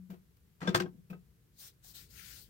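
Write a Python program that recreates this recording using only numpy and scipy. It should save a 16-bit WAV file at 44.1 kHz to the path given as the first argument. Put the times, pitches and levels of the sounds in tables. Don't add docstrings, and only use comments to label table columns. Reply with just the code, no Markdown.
import sys
import numpy as np
from scipy import signal
from scipy.fft import rfft, irfft, next_fast_len
from scipy.io import wavfile
from scipy.ndimage import uniform_filter1d, map_coordinates

SR = 44100
rng = np.random.default_rng(int(sys.argv[2]) if len(sys.argv) > 2 else 0)


def elevation(decibels):
    levels = np.asarray(decibels, float)
    return 10 ** (levels / 20)


def put_to_file(sound):
    columns = np.atleast_2d(sound).T
    safe = np.clip(columns, -1, 1)
    whole_steps = np.round(safe * 32767)
    wavfile.write(sys.argv[1], SR, whole_steps.astype(np.int16))


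N = 109809
SIDES = np.array([[.5], [-.5]])
TOP_HZ = 15850
LEAD_S = 0.000345

# freq_hz, level_db (per Hz)
RUMBLE = [(30, -14), (55, 2.5), (85, -1.5), (118, -1), (170, -3), (230, -15), (450, -17), (800, -44)]
HISS = [(500, -3), (1500, -1), (2500, -3), (6000, -6), (10000, -6.5), (13500, -1.5), (15500, -6)]
# freq_hz, likeness (-1 to 1)
RUMBLE_ALIKE = [(60, 0.9), (180, 0.88), (550, 0.38), (1650, -0.01), (4970, -0.1), (15000, -0.14)]
# freq_hz, left_over_right_db
RUMBLE_LEFT = [(50, 4.5), (115, -0.5), (190, 6.5), (330, -1), (600, 3.5)]

# start_s, rub_db, press_db, left_over_right_db
STROKES = [
    [(1.52, -88.5, -6, 3), (1.562, -75, -13, 6), (1.6, -53.5, -32.5, 4), (1.62, -53.5, -16, 5),
     (1.682, -54, -13, 5), (1.722, -76.5, -8, 7.5), (1.78, -92, -13, -1)],
    [(1.8, -81, -9, -4), (1.804, -94, 3, 9), (1.846, -57.5, -17.5, 4.5), (1.916, -58.5, -23.5, 9.5),
     (1.934, -65.5, -12, 8.5), (1.952, -52.5, -16.5, 6), (2.012, -57, -11, 11.5), (2.08, -70.5, -10, 4.5)],
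    [(2.08, -78, -7, 13), (2.108, -62, -15, 8), (2.196, -55.5, -2, 12.5), (2.224, -57, -4, 10.5),
     (2.312, -54.5, -7.5, 12), (2.384, -55.5, -11.5, 6.5), (2.436, -62, -33, 11), (2.49, -72.5, -1, 1.5)],
]
# freq_hz, level_db (per Hz)
BRUSH = [(500, -14), (1300, -15), (2500, -11), (3800, -0.5), (6000, -0.5), (10300, -3.5), (12500, -22.5)]
DRAG = [(900, -75), (1350, 2), (2200, 1.5), (3500, -3), (5000, -22)]
SHEEN = [(9000, -29), (11500, 0.5), (15000, -0.5)]
# freq_hz, left_over_right_db
BRUSH_LEFT = [(600, -0.5), (1700, 9), (2600, 6), (4300, 11), (6000, 3.5), (10000, -3), (12000, 10.5),
              (14500, 20)]

# start_s, level_db, tilt_db_per_octave, ring_db, t60_s
NUDGES = [
    (1.693, -71, -3, -14.5, 0.063),
    (1.842, -71, -1, 2.5, 0.26),
]
# freq_hz, level_db, t60_s
KEY = [(730, 1.5, .14), (782, 0, 0.1), (1730, 4, 0.076)]
# start_s, level_db, tilt_db_per_octave, ring_db, t60_s
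CLICKS = [
    [(.1, -53.5, -1.26, -9.5, 0.2), (.128, -59, -2.5, -23, 0.156), (.368, -62, 1, -37, 0.035)],
    [(1.099, -52, -1.5, -9, 0.16)],
    [(1.127, -47, -5, -12, 0.11)],
]
# freq_hz, level_db, t60_s
RELAYS = [
    [(963, 9, .06), (2330, 1, 0.097), (2860, 1, 0.062), (3660, 1.5, 0.032), (7140, 4, 0.04)],
    [(1300, 3, 0.057), (2450, 8, 0.057), (2580, 12, 0.076), (3640, -15, 0.039), (5380, -4.5, 0.075),
     (7530, -4.5, 0.074)],
    [(600, 10.5, 0.054), (1270, 7.5, 0.073), (1550, 6, 0.053), (2620, 1, 0.11), (1030, -9, .04)],
]
# freq_hz, level_db (per Hz)
TICK = [(300, 1), (1000, -5), (3500, -14), (4300, -16), (10000, -20), (14500, -11.5)]

# start_s, level_db, tilt_db_per_octave, ring_db, t60_s
JOLTS = [
    (.604, -48.5, -1, -33, 0.19),
    (.614, -39.5, -3.5, -0.5, .2),
    (.625, -39, -4, -10, 0.11),
    (.648, -45, -5, -21.5, 0.75),
    (.739, -37, -7.5, -7.5, 0.14),
]
# freq_hz, level_db, t60_s
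GEARS = [(480, 0.5, .05), (890, -4.5, 0.035), (1340, 3, .03), (1660, 5.5, 0.028), (1950, -3, 0.039),
         (2330, -0.5, 0.014)]

# start_s, main_hz, main_db, upper_db, free_ringing_s
PUSHES = [(-.03, 184.5, -40.5, -69, 0.32), (0.093, 192.5, -37, -55, 0.037), (0.128, 169, -56, -53.5, 0.078),
          (0.613, 174, -34.5, -47.5, 0.027), (0.646, 186.7, -38, -58, 0.034),
          (0.675, 195, -21, -34.5, .026), (.704, 184, -36, -39, 0.12), (.744, 189.6, -39, -31, 0.026),
          (.764, 163.5, -32, -34, 0.034), (0.798, 200.2, -31.5, -29, 0.054),
          (.835, 179.7, -37.5, -43, 0.043), (0.937, 206, -49.5, -64, 0.021),
          (0.973, 176.6, -49, -67.5, 0.03), (1.096, 190.4, -39, -51, 0.023),
          (1.107, 187, -38.5, -48, 0.018), (1.134, 175.7, -44.5, -55.5, 0.041)]
# freq_hz, level_db, t60_s
LOW_MODES = [(73, -12, 0.16), (111.4, 6, 0.09)]
UPPER_MODES = [(360.6, 1.5, 0.19), (487.2, 1, 0.067), (650, -4, 0.063), (694, -7.5, 0.03)]

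# start_s, level_db, tilt_db_per_octave, ring_db, t60_s
BLOWS = [
    [(.673, -30.5, -1, 0.5, 0.1), (.689, -42, 2, -5.5, .09)],
    [(.745, -20, -1, -4, 0.071), (.755, -30.5, 2, -17, 0.088), (.764, -38, -2.5, -6.5, 0.14)],
    [(.799, -28, 0, -1.5, 0.084), (.857, -41, -9, -7, 0.064)],
]
# freq_hz, level_db, t60_s
LATCHES = [
    [(470, -2, 0.11), (667, -4.5, .05), (1055, -16, 0.075), (1574, -5.5, 0.024), (1589, 5, 0.059),
     (2440, -19, .1), (3505, -3.5, 0.064), (4802, -23.5, .07), (5534, -10, 0.06), (7140, -15, 0.06)],
    [(704, -5.5, 0.056), (1066, -5.5, .06), (1263, 2, 0.041), (1590, -0.5, 0.049), (1703, -0.5, 0.07),
     (1810, -12, .06), (2080, -8.5, .04), (3187, -15.5, .07), (3480, 6.5, 0.023), (4340, -9, .06),
     (4818, -2.5, 0.037), (6220, -15.5, 0.079)],
    [(774, -3, 0.078), (1090, -6, 0.049), (1579, 3, 0.039), (1780, -12.5, 0.085), (2220, -22, 0.089),
     (2870, -20, 0.057), (3220, -9, 0.028), (3410, -16, .04), (5362, -19, 0.078), (5980, -24.5, 0.08)],
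]
MUFFLED_DB = [-7, 0.5, -3.5]
# freq_hz, level_db (per Hz)
CLATTER = [(250, -1), (550, -4), (1300, 0), (2300, -7), (4700, -10.5), (8500, -15.5), (10800, -25),
           (15000, -23.5)]
# freq_hz, left_over_right_db
LATCH_LEFT = [(300, -3), (900, 0), (1250, 5), (1700, 4), (2500, 4), (4400, 3.5), (9500, -4), (14000, 9.5)]
RING_LEFT = [(480, 2), (720, 3.5), (1180, -7.5), (1570, 6.5), (2000, 10.5), (2600, 2), (3500, 13),
             (4900, 0.5)]
# freq_hz, likeness (-1 to 1)
LATCH_ALIKE = [(250, 1), (500, 0.98), (1300, 0.73), (2500, 0.18), (6000, 0.22)]
# freq_hz, lead_radians
LATCH_TURN = [(480, 1), (700, 1.7), (1066, 2.5), (1560, 0.25), (1700, 3.2), (2600, -2.25), (3050, 0.5),
              (5000, 2.1)]

# freq_hz, t60_s
ECHO = [(100, 0.55), (200, 0.36), (350, 0.23), (600, 0.2), (2000, 0.14), (8000, 0.11)]


def unit(x):
    return x / np.sqrt(np.mean(x ** 2) + 1e-20)


def along(points, hz):
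    f, v = np.transpose(points)
    return np.interp(np.log(hz + 1), np.log(f + 1), v)


def wobble(rate, size):
    knots = rng.standard_normal(int(size / SR * 2000) + 9)
    return map_coordinates(knots, [np.arange(size) * min(rate, 1900) / SR])


def noise(size, spectrum, alike, left, tilt_db=0, lead=0):
    m = next_fast_len(size + 4096)
    hz = np.fft.rfftfreq(m, 1 / SR)
    a, b = rfft(rng.standard_normal((2, m)))
    u = np.arccos(np.clip(along(alike, hz), -1, 1)) / 2
    low_edge = [(spectrum[0][0] / 2, -120)]
    high_edge = [(TOP_HZ, spectrum[-1][1]), (TOP_HZ + 300, -120)]
    colour_db = along(low_edge + list(spectrum) + high_edge, hz)
    gain = elevation(colour_db + tilt_db * np.log2((hz + 1) / 2000) + SIDES * along(left, hz))
    advance = np.exp(2j * np.pi * hz * SIDES * lead)
    pair = np.cos(u) * a + 2 * SIDES * np.sin(u) * b
    return unit(irfft(gain * advance * pair, m)[:, :size])


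def patchy(x, depth_db):
    z = signal.stft(x, nperseg=512)[2]
    field = uniform_filter1d(rng.standard_normal(z.shape), size=10, axis=1)
    field = uniform_filter1d(field, size=10, axis=2)
    return unit(signal.istft(z * elevation(depth_db * unit(field)), nperseg=512)[1][:, :N])


def add(out, s, sound):
    i = round((s + 1) * SR)
    out[:, i:i + sound.shape[1]] += sound


def ringing(modes, t, phase, scatter_db):
    total = 0
    for k, (hz, db, t60) in enumerate(modes):
        total = total + elevation(db + scatter_db[k] - 60 * t / t60) * np.sin(2 * np.pi * hz * t + phase[k])
    return total


def strikes(rows, colour, modes, rise_s, rattle_db):
    ring_rise_s, high_dies = 0.0037, 0.13
    out, t = np.zeros((2, N + 2 * SR)), np.arange(SR // 4) / SR
    hz = np.array([m[0] for m in modes])
    for s, db, tilt_db, ring_db, t60 in rows:
        burst = noise(len(t), colour, LATCH_ALIKE, LATCH_LEFT, tilt_db, LEAD_S)
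        burst = burst * elevation(rattle_db * wobble(350, len(t)))
        dull = uniform_filter1d(burst, size=5, axis=1)
        burst = dull + (burst - dull) * elevation(-60 * t * high_dies / t60)
        burst = burst * elevation(-60 * t / t60) * (1 - np.exp(-t / rise_s))
        phase = rng.uniform(0, 2 * np.pi, len(hz))
        ring = []
        for side in SIDES[:, 0]:
            level_db = side * along(RING_LEFT, hz) + rng.normal(0, 2.0, len(hz))
            ring.append(ringing(modes, t, phase + side * along(LATCH_TURN, hz), level_db))
        ring = np.array(ring) * (1 - np.exp(-(t / ring_rise_s) ** 2))
        add(out, s, elevation(db) * (burst + elevation(ring_db) * ring))
    return out[:, SR:SR + N]


def cabin():
    rumble_db, hiss_db = -66, -76.5
    stir_db, stir_from_s, stir_rise_s = 4, 1.86, 0.14
    t = np.arange(N) / SR
    lift_db = stir_db * np.clip((t - stir_from_s) / stir_rise_s, 0, 1) + 0.5 * wobble(9.38, N)
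    rumble = noise(N, RUMBLE + [(1400, -68)], RUMBLE_ALIKE, RUMBLE_LEFT)
    hiss = noise(N, HISS, [(1000, 0.035)], [(1000, 0.5), (1700, 4), (2500, 1.5), (8000, 0.76)])
    return elevation(rumble_db + lift_db) * rumble + elevation(hiss_db) * hiss


def cloth():
    brush_db, patchy_db, fibre_db = -0.5, 2.5, 0.5
    drag_db, drag_left_db = -0.5, 24
    sheen_db, sheen_fades = -3, 0.15
    s, *cols = np.concatenate(STROKES).T
    t = np.arange(N) / SR
    rub_db, press_db, pan_db = [np.interp(t, s, c) for c in cols]
    fibres = elevation(fibre_db * wobble(600, N) + 0.4 * wobble(30, N))
    brush = elevation(brush_db) * patchy(noise(N, BRUSH, [(1000, 0.067)], BRUSH_LEFT), patchy_db)
    sheen = noise(N, SHEEN, [(1000, 0.092)], BRUSH_LEFT)
    sheen = elevation(sheen_db - sheen_fades * (press_db + 14.0)) * sheen
    drag = elevation(drag_db + press_db) * noise(N, DRAG, [(1000, 0.22)], [(1000, drag_left_db)])
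    return elevation(rub_db + SIDES * (pan_db - 5.5)) * fibres * (brush + sheen + drag) * (t >= s[0])


def key():
    return strikes(NUDGES, TICK, KEY, rise_s=0.0025, rattle_db=1.1)


def relays():
    return sum(strikes(rows, TICK, modes, rise_s=0.0025, rattle_db=1.1) for rows, modes in zip(CLICKS, RELAYS))


def motors():
    return strikes(JOLTS, CLATTER, GEARS, rise_s=0.0049, rattle_db=1.5)


def panel():
    main_t60_s, damped_t60_s, swell_s = 0.35, 0.012, 0.0081
    left_db, scatter_db = 4, 1.5
    sag_hz_per_s = 350
    low_db = -21.5
    thud_s, thud_db = .742, -29
    out, t = np.zeros((2, N + 2 * SR)), np.arange(SR // 2) / SR

    def ring(modes, lead=0):
        phase = rng.uniform(0, 2 * np.pi, len(modes))
        return ringing(modes, t + SIDES * lead, phase, rng.normal(0, scatter_db, len(modes)))

    swell = elevation(SIDES * left_db) * (1 - np.exp(-(t / swell_s) ** 2))
    for s, hz, main_db, upper_db, free in PUSHES:
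        sag_hz = sag_hz_per_s * np.minimum(t, free) * (free < .1) / 2
        main = elevation(-60 * t / main_t60_s) * np.sin(2 * np.pi * (hz - sag_hz) * t)
        boom = elevation(main_db) * (main + elevation(low_db) * ring(LOW_MODES))
        boom = boom + elevation(upper_db) * ring(UPPER_MODES, LEAD_S)
        add(out, s, swell * boom * elevation(-60 * np.maximum(t - free, 0) / damped_t60_s))
    add(out, thud_s, swell * elevation(thud_db) * ring(LOW_MODES))
    return out[:, SR:SR + N]


def latches():
    muffled_hz = 8000
    out = np.zeros((2, N))
    for rows, modes, top_db in zip(BLOWS, LATCHES, MUFFLED_DB):
        colour = [(f, db + top_db * (f > muffled_hz)) for f, db in CLATTER]
        out += strikes(rows, colour, modes, rise_s=0.0023, rattle_db=2)
    return out


def echo(x):
    echo_db = -13
    hz, t, z = signal.stft(rng.standard_normal((2, SR // 2)), SR, nperseg=256)
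    tail = signal.istft(z * elevation(-60 * t / along(ECHO, hz)[:, None]), SR, nperseg=256)[1]
    return signal.fftconvolve(x, elevation(echo_db) * tail / np.linalg.norm(tail[0]), axes=1)[:, :N]


def scene():
    struck = key() + relays() + motors() + panel() + latches()
    return cabin() + cloth() + struck + echo(struck)


def top_cut(x):
    return signal.sosfilt(signal.butter(12, 16800, fs=SR, output="sos"), x)


def record(dry):
    m = next_fast_len(N)
    limited = irfft(rfft(dry, m) * (np.fft.rfftfreq(m, 1 / SR) < TOP_HZ), m)[:, :N]
    return top_cut(limited)


dry = scene()
out = record(dry)
put_to_file(out)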